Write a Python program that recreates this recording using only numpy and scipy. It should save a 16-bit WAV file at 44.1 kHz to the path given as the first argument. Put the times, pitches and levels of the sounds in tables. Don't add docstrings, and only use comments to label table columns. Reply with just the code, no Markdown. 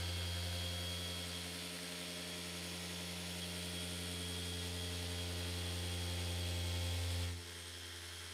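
import sys
import numpy as np
from scipy import signal
from scipy.io import wavfile
from scipy.ndimage import uniform_filter1d

SR = 44100
rng = np.random.default_rng(int(sys.argv[2]) if len(sys.argv) > 2 else 0)


def gain_from_decibels(decibels):
    exponent = np.asarray(decibels, float) / 20
    return 10 ** exponent


def int16_out(signal):
    q = np.round(np.clip(np.atleast_2d(signal).T, -1, 1) * 32767)
    wavfile.write(sys.argv[1], SR, q.astype(np.int16))


N = 367353

WHEEL_TEETH, PINION_TEETH = 25, 8
SHAFT_PER_ORBIT = WHEEL_TEETH / PINION_TEETH
WHINE_ORDER = 37.5

# [begin_s, end_s]
PLACE_FADE = (7.235, 7.43)
# [time_s, whine_hz]
MOTOR_SPEED = [(0, 3262), (.28, 3263), (.65, 3279), (1.05, 3287), (1.43, 3272), (1.75, 3284), (2.22, 3286),
               (2.62, 3276), (2.95, 3284), (3.35, 3277), (3.9, 3291), (4.7, 3291), (5.2, 3281),
               (5.85, 3291), (7.28, 3274), (7.42, 3240), (7.95, 3214), (8.33, 3220)]
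# [centre_s, half_width_s, whine_shift_hz]
SPEED_SURGES = [
    (.6, .06, 3),
    (1.0, 0.047, 8),
    (1.8, 0.048, 10),
    (4.7, 0.077, 5),
    (5.3, .08, -3),
    (5.65, .2, 3),
    (6.7, 0.078, -5),
]

# [time_s, level_db]
DRUMMING = [(0, -42.5), (.5, -43), (.9, -46.5), (1.45, -53), (1.8, -63.5), (2.1, -61.5), (2.6, -55),
            (3.1, -54), (4.6, -46.5), (6, -43), (6.85, -40), (7.24, -39.5)]
# [bumper_db, lean_db_per_drumming_db, cap_db]
NOISE_LEVELS = [
    (-61.5, 0.05, -66.5),
    (-53, -0.0348, -58),
    (-51, 0.09, -54.5),
    (-61.5, 0.05, -66),
]
# [frequency_hz, level_db]
RUB_SPECTRA = [
    [(12, -36), (60, -26), (130, -25), (220, -16), (270, -10), (420, -7), (560, -7.5), (700, -10), (1000, -11), (1400, -18), (2200, -56)],
    [(12, -30), (60, -22.5), (130, -20), (220, -14), (300, -15), (430, -11), (750, -11), (1000, -8.5), (1400, -10), (2200, -54)],
]
GROWL_SPECTRA = [
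    [(410, -22), (700, -7), (775, -12), (999, -17.5), (1750, -7), (1880, -6.5), (3140, -3), (3200, -8), (4160, -24), (7040, -120)],
    [(410, -55), (700, -22), (974, -26), (999, -19), (1580, -4.5), (2100, -4.5), (2890, -16), (3200, -3), (4160, -18), (7040, -120)],
]
RATTLE_SPECTRA = [
    [(1820, -20), (3100, -29), (3170, -8), (3400, -4), (3440, -4.5), (3770, -9.5), (4650, -8), (5950, -15.5), (6630, -16.5), (7800, -24.5), (10100, -44), (17200, -120)],
    [(1820, -26), (3100, -9), (3340, -6), (3390, -8), (3880, -10.5), (5340, -10.5), (5640, -14), (6510, -14.5), (7300, -22), (7800, -15.5), (10100, -49), (17200, -120)],
]
HISS_SPECTRA = [
    [(4350, -59), (7400, -6), (8600, -2), (10400, -8), (12000, -6.5), (13200, -13), (15600, -13.5)],
    [(4350, -37), (7400, -10.5), (8600, -8), (10500, -7), (12000, -12), (13500, -15), (15600, -18)],
]

# [orbit_multiple, direct_bumper_db, cap_db]
STRONG_ORDERS = [(2, -53.5, -72), (3, -59, -68.5), (4, -69, -68), (5, -60.5, -66.5), (6, -65.5, -72),
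                 (7, -66.5, -74), (9, -71.5, -88), (10, -70.5, -79), (11, -67.5, -85), (12, -75.5, -80),
                 (14, -75, -81)]
# [orbit_multiple, direct_bumper_db, cap_db]
WEAK_ORDERS = [(8, -70.8, -77.0), (13, -78.8, -78.2), (15, -72.5, -80.3), (16, -73.6, -73.7),
               (17, -75.4, -74.3), (18, -71.7, -71.0), (19, -73.6, -70.1), (20, -76.2, -77.6),
               (21, -76.5, -73.7), (22, -74.1, -68.6), (23, -76.1, -73.6), (24, -71.8, -72.4),
               (26, -75.0, -73.5), (27, -71.9, -79.3), (28, -73.9, -81.7), (29, -77.1, -84.7),
               (30, -75.1, -87.3), (31, -75.3, -76.2)]
PHASE_SPREAD = .13, .024
# [orbit_multiple, share_of_direct, seconds_per_phase_turn, in_step_s]
PANEL_ECHOES = [(2, 0.15, 2.54, 3.5), (2, 0.22, 5.6, 3.5), (3, 0.51, 18.6, 10.5), (3, 0.28, 3.5, 1.5),
                (4, 0.93, 11, 6.5), (4, 0.93, 3.1, 3), (5, 0.33, 8, 5), (5, 0.29, 2.94, 2),
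                (6, 1.25, 4, 3.5), (6, 1.55, 4.62, 1.4), (7, 0.58, 1.48, 14), (7, 0.23, 9.7, 2.5),
                (9, 1.35, 5.2, 5), (9, 1.4, 4.14, 2.5), (10, 1.45, 28, 16.5), (11, 0.72, 32, -10.5),
                (12, 0.7, 4.9, 1.8), (14, 0.59, 3.1, 2.5), (14, 0.65, 4.1, 0.64), (25, 0.63, 26.4, 17.5),
                (62.5, .3, 2.1, 3.5), (75, 0.69, 2.74, 0), (100, 0.22, 3.1, 4), (100, 0.36, 1.62, -2),
                (8, 0.66, 16.0, 12.1), (13, 0.29, 1.69, 0.6), (15, 0.55, 16.0, 13.21),
               (16, 0.39, 4.76, 4.48), (17, 0.69, 4.44, 0.56), (18, 0.8, 16.0, 11.45),
               (19, 0.44, 3.78, 0.83), (20, 0.82, 16.0, 12.38), (21, 0.6, 5.69, 1.91),
               (22, 1.0, 13.82, 4.53), (23, 0.53, 5.47, 0.1), (24, 0.37, 2.37, 0.66), (26, 0.5, 6.95, 2.11),
               (27, 0.55, 5.15, 2.93), (28, 0.64, 11.23, 1.75), (29, 0.67, 6.75, 5.48),
               (30, 0.63, 1.42, 0.62), (31, 0.59, 4.53, 1.5)]
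# [orbit_multiple, centre_s, half_width_s, level_db]
ORDER_SWELLS = [(2, 7.035, 0.071, -15), (4, .9, 0.17, 4), (4, 1.9, .12, -15), (4, 3.3, 0.44, -7),
                (4, 4.4, .35, 1), (4, 5.05, 0.12, -13), (4, 7.02, .12, -12), (4, 15, 0.22, 9),
                (6, 1.5, 0.25, -5), (6, 7.37, 0.06, -16), (7, 0.58, 0.38, -16), (3, .1, 0.72, -3),
                (2, 7, 0.25, -1), (14, .1, 0.37, 3), (15, .1, 0.32, 7), (17, .5, 0.46, 0.5),
                (6, 2.3, 0.4, -3), (6, 5, 0.27, 0), (22, 3.4, 2.2, 1.5), (75, 0.61, .5, -9),
                (75, 3.7, .3, -6), (8, 0.56, 0.55, 2.5), (8, 6.8, .8, -4), (18, 0.43, 0.61, 6.5),
                (19, 4.2, .8, 5), (18, 6.2, 0.63, 2), (18, 8.3, .4, 4), (3, 3.33, 0.25, -15),
                (3, 2.16, 0.23, 4), (4, 1.3, 0.13, -12), (5, 0.98, 0.37, 4), (6, .1, 0.19, -2),
                (6, 0.72, 0.35, 4.5), (6, 4.25, 0.66, 6), (9, 1.8, .6, -5), (9, 3.6, 0.14, -6),
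                (10, 0.46, 0.65, -9), (10, 1.9, 0.24, -15.5), (10, 2.6, 0.98, -11), (14, 2.6, 2.1, -5.5),
                (11, 5.2, .3, 8), (25, 4.4, 0.71, -4), (25, 6.9, 0.38, 5), (75, 7.11, .4, -5),
                (75, 5.7, .4, -5), (100, 7.0, 0.17, 5), (100, 4.9, .25, -9), (12, 7.81, 0.37, 2),
                (62.5, 5, 0.17, 6), (100, 3.7, 0.35, 9),
                (37.5, 1.29, 0.043, -7), (37.5, 1.35, .03, 5.5), (37.5, 2.5, .06, -7),
               (37.5, 2.79, .035, -10), (37.5, 3.19, 0.061, -13), (37.5, 3.375, .025, -9),
               (37.5, 3.435, .015, 7), (37.5, 3.47, .015, -8), (37.5, 3.8, 0.045, 6), (37.5, 3.92, .04, 0),
               (37.5, 4.53, 0.023, -3), (37.5, 4.72, 0.039, -8), (37.5, 5.05, 0.046, -7),
               (37.5, 5.2, 0.029, 5), (37.5, 5.3, .06, -4), (37.5, 0.5, .07, -4), (37.5, 6.2, 0.018, -2),
               (37.5, 6.99, 0.045, -6), (37.5, 7.5, .1, -1.5), (5, 7.36, .07, -5), (37.5, 7.39, .06, -13),
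               (37.5, 8.05, .04, -5)]

# [time_s, pad_turns_per_orbit]
PAD_SPIN = [
    (0, .15),
    (1.3, .16),
    (2.3, .176),
    (4, .182),
    (8.33, .184),
]
SIDE_TONES = [(1, 1), (1, -1), (2, 1), (3, 4), (3, 2), (3, 1), (4, 4), (4, 2), (5, 6), (5, 4), (5, 2),
              (5, 1), (6, 4), (6, 2), (7, 4), (7, 2), (8, 4), (8, 2), (9, 2), (10, 4), (9.58, 0),
              (1.125, 0), (2.125, 0), (3.125, 0), (3.875, 0), (4.125, 0), (5.125, 0), (5.875, 0),
              (6.125, 0), (7.125, 0), (8.125, 0), (9.125, 0), (10.125, 0)]
SIDE_TIMES = (.6, 3.8, 6.3)
# [early_db, middle_db, late_db, cap_db]
SIDE_LEVELS = [(-77, -78.5, -87, -92), (-84, -84, -88, -88), (-83, -85, -81, -81), (-90, -88, -90, -83),
               (-88, -84, -90, -82), (-79, -77, -79, -90), (-75, -74, -77, -90), (-69, -68.5, -69, -92),
               (-85, -76.5, -69, -90), (-75, -71.5, -71, -79), (-87, -68, -71.5, -72.5),
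               (-90, -78, -85, -82), (-79, -74, -75, -83), (-80, -79, -70, -91), (-82, -79, -79, -90),
               (-85, -81, -77, -88), (-80, -78, -75, -88), (-83, -81, -77, -88), (-81, -80, -78, -88),
               (-85, -82, -77, -90), (-79, -80, -74, -90), (-84, -86, -88, -90), (-83, -85, -86, -86),
               (-67, -64, -72, -91), (-78, -85, -83, -90), (-71.5, -75, -88, -77), (-82, -76, -80, -72),
               (-77, -80, -87, -93), (-66.5, -74.5, -76, -88), (-71, -70, -84, -88), (-82, -78, -83, -88),
               (-84, -76, -80, -88), (-91, -77, -69, -78)]

# [time_s, whine_db]
WHINE_LEVEL = [(0, -51), (.65, -47), (1.1, -48), (1.42, -53), (1.75, -60.5), (2.27, -52.5), (2.7, -59.5),
               (3.0, -54.5), (3.5, -53), (4.05, -53), (4.45, -48.5), (5.0, -52.5), (5.4, -53),
               (6.88, -50.5), (7.02, -54), (7.38, -55), (7.55, -57.5), (8.33, -57.5)]
SLOT_MULTIPLES = [8, 20, 23, 24, 25, 32, 34, 35, 39, 43, 44]
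# [shaft_multiple, direct_bumper_db, cap_db]
SLOT_LEVELS = [(8, -64, -69.5), (20, -75.5, -72), (23, -78.5, -82), (24, -73.5, -81), (25, -77, -81),
               (32, -74.5, -87), (34, -75.5, -78), (35, -81, -84), (39, -76.5, -80), (43, -79, -83),
               (44, -85, -82)]

# [time_s, tilt_db, ring_hz]
HEAD_TILT = [(0, 1, 8300), (.5, 0, 8850), (1.3, 0, 8530), (1.8, 3, 8630), (2.65, 1, 8750), (3.1, -1, 8790),
             (3.55, 4, 8720), (4.1, 7, 8700), (4.7, 1, 8450), (5.3, 0, 8560), (5.8, 5.5, 8780),
             (6.6, -1, 8450), (7.0, 2, 8800), (7.4, 0, 8660), (7.6, 6, 8650), (7.8, 0, 8570),
             (8.33, 2, 8580)]
# [bumper_db, cap_db]
HEAD_RING_LEVELS = (-56.5, -58.5)
# [time_s, level_db, resonance_hz]
VENT_COVER = [(0, -65, 10300), (1, -64, 10400), (1.6, -62, 10500), (2.2, -65, 10500), (2.5, -62, 10200),
              (3.3, -62, 10220), (4.05, -60, 10600), (4.35, -61, 10500), (4.55, -62, 10100),
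              (5, -62, 10200), (5.25, -65, 10500), (6.2, -64, 10000), (6.6, -69, 10210), (7.2, -66, 10400),
              (7.4, -71, 10280), (7.9, -70, 10300), (8.05, -65, 10300), (8.33, -68, 10290)]
# [resonance_hz, width_hz, level_db, slope_db_per_s]
HOUSING_RASPS = [
    (4500, 900, -60, -6),
    (1610, 400, -63, -8.5),
]
# [resonance_hz, width_hz, bumper_db, cap_db, loudest_s]
BEARING_MODES = [
    (2110, 1400, -66.5, -71, 2.07),
    (4027, 700, -61.5, -68, 0.47),
    (5415, 370, -64, -67, 2.8),
    (6510, 720, -68.5, -73, 2.5),
]
BEARING_SCRAPE = (.2, .2, 1.6, .4)


def evened(x):
    return x / np.sqrt(np.mean(x ** 2) + 1e-20)


def columns(rows, t):
    s, *values = np.transpose(rows)
    return [np.interp(t, s, v) for v in values]


def read(points, hz):
    f, value = np.transpose(points)
    return np.interp(np.log(hz + 1), np.log(f + 1), value, -120, -120)


def wander(per_s, count=1):
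    steps = np.arange(0, N + 256, 256)
    hz = np.geomspace(per_s / 8, per_s, 16)
    phase = rng.random((count, len(hz)))
    waves = np.sin(2 * np.pi * (hz * steps[:, None, None] / SR + phase))
    drifts = np.array([np.interp(np.arange(N), steps, w) for w in waves.sum(2).T])
    return drifts / np.sqrt(len(hz) / 2)


def far(t):
    return np.interp(t, PLACE_FADE, [0, 1])


def blend(near_db, far_db, t):
    return 20 * np.log10(gain_from_decibels(near_db) * (1 - far(t)) + gain_from_decibels(far_db) * far(t) + 1e-9)


def work_db(t):
    lean_db = columns(DRUMMING, t)[0] + 48
    dip_db = -4 * np.exp(-((t - 7.36) / 0.072) ** 2)
    lead_s = .005
    return [blend(near_db + per_db * lean_db, far_db, t + lead_s) + dip_db
            for near_db, per_db, far_db in NOISE_LEVELS]


def travel_db(order, t):
    slow = t[::256]
    total = np.ones(len(slow), complex)
    for k, share, turn_s, at_s in PANEL_ECHOES:
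        if abs(k - order) < .4:
            total += share * np.exp(2j * np.pi * (slow - at_s) / turn_s)
    return np.interp(t, slow, 20 * np.log10(abs(total) + .03))


def swells_db(order, t):
    return sum(db * np.exp(-((t - s) / width_s) ** 2)
               for k, s, width_s, db in ORDER_SWELLS if abs(k - order) < .4)


def tone(turns, db, start=None):
    steps = np.arange(0, N, 64)
    level = np.interp(np.arange(N), steps, gain_from_decibels(db[steps]))
    start = rng.random() if start is None else start
    angle = 2 * np.pi * ((turns + start) % 1)
    return np.sqrt(2) * level * np.sin(angle.astype(np.float32))


def coloured(drive, spectra, level_db, patchy_db, size):
    hz, t, z = signal.stft(evened(drive), SR, nperseg=1024)
    bumper, cap = [evened(gain_from_decibels(read(s, hz))) for s in spectra]
    patches = rng.standard_normal((len(hz), len(t) // 8 + 1))
    for _ in range(2):
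        patches = uniform_filter1d(patches, size=size, axis=0)
        patches = uniform_filter1d(patches, size=7, axis=1)
    patches = np.repeat(evened(patches), 8, axis=1)[:, :len(t)]
    patches = uniform_filter1d(patches, size=8, axis=1)
    body = np.outer(bumper, 1 - far(t)) + np.outer(cap, far(t))
    z = z * body * gain_from_decibels(patchy_db * patches)
    return gain_from_decibels(level_db) * signal.istft(z, SR, nperseg=1024)[1][:N]


def resonate(x, hz, width_hz):
    turn = np.exp(2j * np.pi * np.cumsum(hz) / SR)
    r = np.exp(-np.pi * width_hz / SR)
    smooth = signal.lfilter([1], np.convolve([1, -r], [1, -r]), x / turn)
    return evened((turn * smooth).real)


def scrape(orbit, orbit_db, shaft_db, sharp):
    swing = (.5 + .5 * np.cos(2 * np.pi * orbit)) ** np.clip(sharp, 1, 12)
    shaft = np.cos(2 * np.pi * orbit * WHEEL_TEETH / PINION_TEETH)
    return gain_from_decibels(orbit_db * swing + shaft_db * shaft) * rng.standard_normal(N)


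def hunting(orbit, depth_db):
    return gain_from_decibels(depth_db * np.cos(2 * np.pi * orbit / PINION_TEETH))


def clicks(turns):
    at = np.flatnonzero(np.diff(np.floor(turns))) + 1
    late = (turns[at] % 1) / (turns[at] - turns[at - 1])

    def place(size):
        near, out = np.arange(-8, 9), np.zeros(N + 16)
        pulse = np.sinc(near + late[:, None]) * np.hanning(19)[1:-1]
        np.add.at(out, at[:, None] + near + 8, size[:, None] * pulse)
        return evened(out[8:N + 8])
    return at, place


def beat(turns, loose_db):
    at, place = clicks(turns)
    return place(gain_from_decibels(loose_db * rng.standard_normal(N)[at]))


def teeth(orbit, wheel_db, pinion_db, loose_db):
    contact = orbit * WHEEL_TEETH
    at, place = clicks(contact)
    k = np.floor(contact[at]).astype(int)
    wheel, pinion = rng.standard_normal(WHEEL_TEETH), rng.standard_normal(PINION_TEETH)
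    wheel[0], pinion[0] = 3, 2.2
    db = wheel_db * wheel[k % WHEEL_TEETH] + pinion_db * pinion[k % PINION_TEETH]
    size = gain_from_decibels(db + loose_db * rng.standard_normal(N)[at])
    return place(size - 1.02 * size.mean())


def slot_levels(t):
    levels = []
    for k, (_, near_db, far_db) in zip(SLOT_MULTIPLES, SLOT_LEVELS):
        order = k * SHAFT_PER_ORBIT
        levels.append(blend(near_db + travel_db(order, t) + swells_db(order, t), far_db, t))
    return levels


def fan(orbit, t):
    shaft = orbit * WHEEL_TEETH / PINION_TEETH
    air = scrape(orbit, orbit_db=3.2, shaft_db=.8, sharp=1.7) * hunting(orbit, 0.7)
    air = evened(air) + 0.09 * beat(shaft, loose_db=0.5)
    slot_db = slot_levels(t)[1]
    chop = resonate(air, 20 * np.gradient(shaft) * SR, width_hz=690)
    chop = chop * gain_from_decibels(0.54 * (slot_db + 71.0) - 71.0)
    return chop + coloured(air, HISS_SPECTRA, work_db(t)[3] + 4.0, patchy_db=.8, size=14)


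def motor(orbit, t):
    slip, grain = wander(45, count=2)
    flutter = wander(22)[0]
    whine_db = columns(WHINE_LEVEL, t)[0] + swells_db(WHINE_ORDER, t)
    weak_db = np.clip(-52 - whine_db, 0, 10) * (1 - far(t))
    whine_db = whine_db - 2 - .4 * weak_db + (.9 + .1 * weak_db) * flutter
    whine = tone(WHINE_ORDER * orbit + .006 * slip, whine_db)
    whine = whine * (1 + 0.15 * np.cos(2 * np.pi * orbit))
    shaft = orbit * WHEEL_TEETH / PINION_TEETH
    drifts = wander(1.32, count=len(SLOT_MULTIPLES))
    slots = sum(tone(k * shaft + 0.029 * slip, db + 2.8 * grain + 1.6 * d)
                for k, db, d in zip(SLOT_MULTIPLES, slot_levels(t), drifts))
    return whine + slots


def bearing(orbit, t):
    chatter = rng.standard_normal((len(BEARING_MODES), 330)) * np.hanning(330)
    hiss = rng.standard_normal(N)
    total = np.zeros(N)
    for (hz, width_hz, near_db, far_db, at_s), c, share in zip(BEARING_MODES, chatter, BEARING_SCRAPE):
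        grip_db = 2 * np.cos(2 * np.pi * (t - at_s) / 5.2)
        drive = evened(signal.oaconvolve(beat(orbit, loose_db=3.0), c)[:N]) + share * hiss
        total += gain_from_decibels(blend(near_db + grip_db, far_db, t)) * resonate(drive, hz + 0 * t, width_hz)
    return total


def gears(orbit, t):
    _, growl_db, rattle_db, _ = work_db(t)
    tilt_db, head_hz = columns(HEAD_TILT, t)
    head_db = blend(*HEAD_RING_LEVELS, t) + tilt_db
    vent_db, vent_hz = columns(VENT_COVER, t)
    worn, knocks = teeth(orbit, 2.9, 2.4, 1.4), teeth(orbit, 4.3, 1.9, .6)

    growl = evened(scrape(orbit + .5, orbit_db=2.2, shaft_db=-1.0, sharp=3.7)) + 0.4 * worn
    growl = growl * hunting(orbit, 0.19)
    rattle = evened(scrape(orbit, orbit_db=2.5, shaft_db=0.5, sharp=1.5)) + 0.18 * worn
    ring = evened(scrape(orbit, orbit_db=4.6, shaft_db=2.9, sharp=3.1))
    ring = (ring + .9 * knocks + .8 * beat(orbit, 2.5)) * hunting(orbit, .8)
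    vent = evened(scrape(orbit, orbit_db=1.8, shaft_db=0.8, sharp=3.2))
    vent = (vent + 0.2 * knocks) * hunting(orbit, 0.45)

    housing = coloured(growl, GROWL_SPECTRA, growl_db - .3, patchy_db=0.9, size=3)
    housing = housing + coloured(rattle, RATTLE_SPECTRA, rattle_db - .3, patchy_db=.8, size=3)
    rasp = sum(gain_from_decibels(db + per_s * t) * resonate(rattle, hz + 0 * t, width_hz)
               for hz, width_hz, db, per_s in HOUSING_RASPS)
    head = gain_from_decibels(head_db - 7.0) * resonate(ring, head_hz, width_hz=560)
    cover = gain_from_decibels(vent_db + 1.0) * resonate(vent, vent_hz, width_hz=970)
    return housing + rasp + head + cover


def rub(orbit, t):
    friction = scrape(orbit, orbit_db=5.0, shaft_db=-0.5, sharp=1.6)
    return coloured(friction, RUB_SPECTRA, work_db(t)[0] - 0.4, patchy_db=2.0, size=2)


def side_tones(orbit, t):
    drifts = 1.6 * wander(1.575, count=len(SIDE_LEVELS))
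    spin = np.cumsum(columns(PAD_SPIN, t)[0] * np.gradient(orbit))
    gone = far(t)
    fall_db = 12 * np.clip(t - 6.8, 0, .5)
    total = np.zeros(N)
    for (k, n), (*near, cap_db), d in zip(SIDE_TONES, SIDE_LEVELS, drifts):
        near_db = np.interp(t, SIDE_TIMES, near) - fall_db
        total += tone(k * orbit - n * spin, near_db * (1 - gone) + cap_db * gone + d)
    return total


def pad(orbit, t):
    strong_spread, weak_spread = PHASE_SPREAD
    total = tone(orbit, blend(columns(DRUMMING, t)[0], -55.5, t), start=0)
    for (k, near_db, far_db), d in zip(STRONG_ORDERS, wander(2.0, count=len(STRONG_ORDERS))):
        level_db = blend(near_db + travel_db(k, t), far_db + 2.2 * d, t) + swells_db(k, t)
        total = total + tone(k * orbit, level_db, strong_spread * k * k)
    drifts = 2.1 * wander(2.5, count=len(WEAK_ORDERS))
    shake_db = 1.7 * wander(30)[0] - .8
    for (k, near_db, far_db), d in zip(WEAK_ORDERS, drifts):
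        level_db = blend(near_db + travel_db(k, t), far_db, t) + swells_db(k, t) + d + shake_db
        total = total + tone(k * orbit, level_db, weak_spread * k * k)
    return total + side_tones(orbit, t) + rub(orbit, t)


def scene():
    t = np.arange(N) / SR
    surge_hz = sum(hz * np.exp(-((t - s) / width_s) ** 2) for s, width_s, hz in SPEED_SURGES)
    jitter_hz = 2.1 * wander(12)[0]
    whine_hz = columns(MOTOR_SPEED, t)[0] + surge_hz + jitter_hz
    orbit = np.cumsum(whine_hz) / SR / WHINE_ORDER
    mono = fan(orbit, t) + motor(orbit, t) + bearing(orbit, t) + gears(orbit, t) + pad(orbit, t)
    return np.array([mono, mono])


def top_cut(x):
    return signal.sosfilt(signal.butter(12, 15710, fs=SR, output="sos"), x)


def record(dry):
    return top_cut(dry)


dry = scene()
out = record(dry)
int16_out(out)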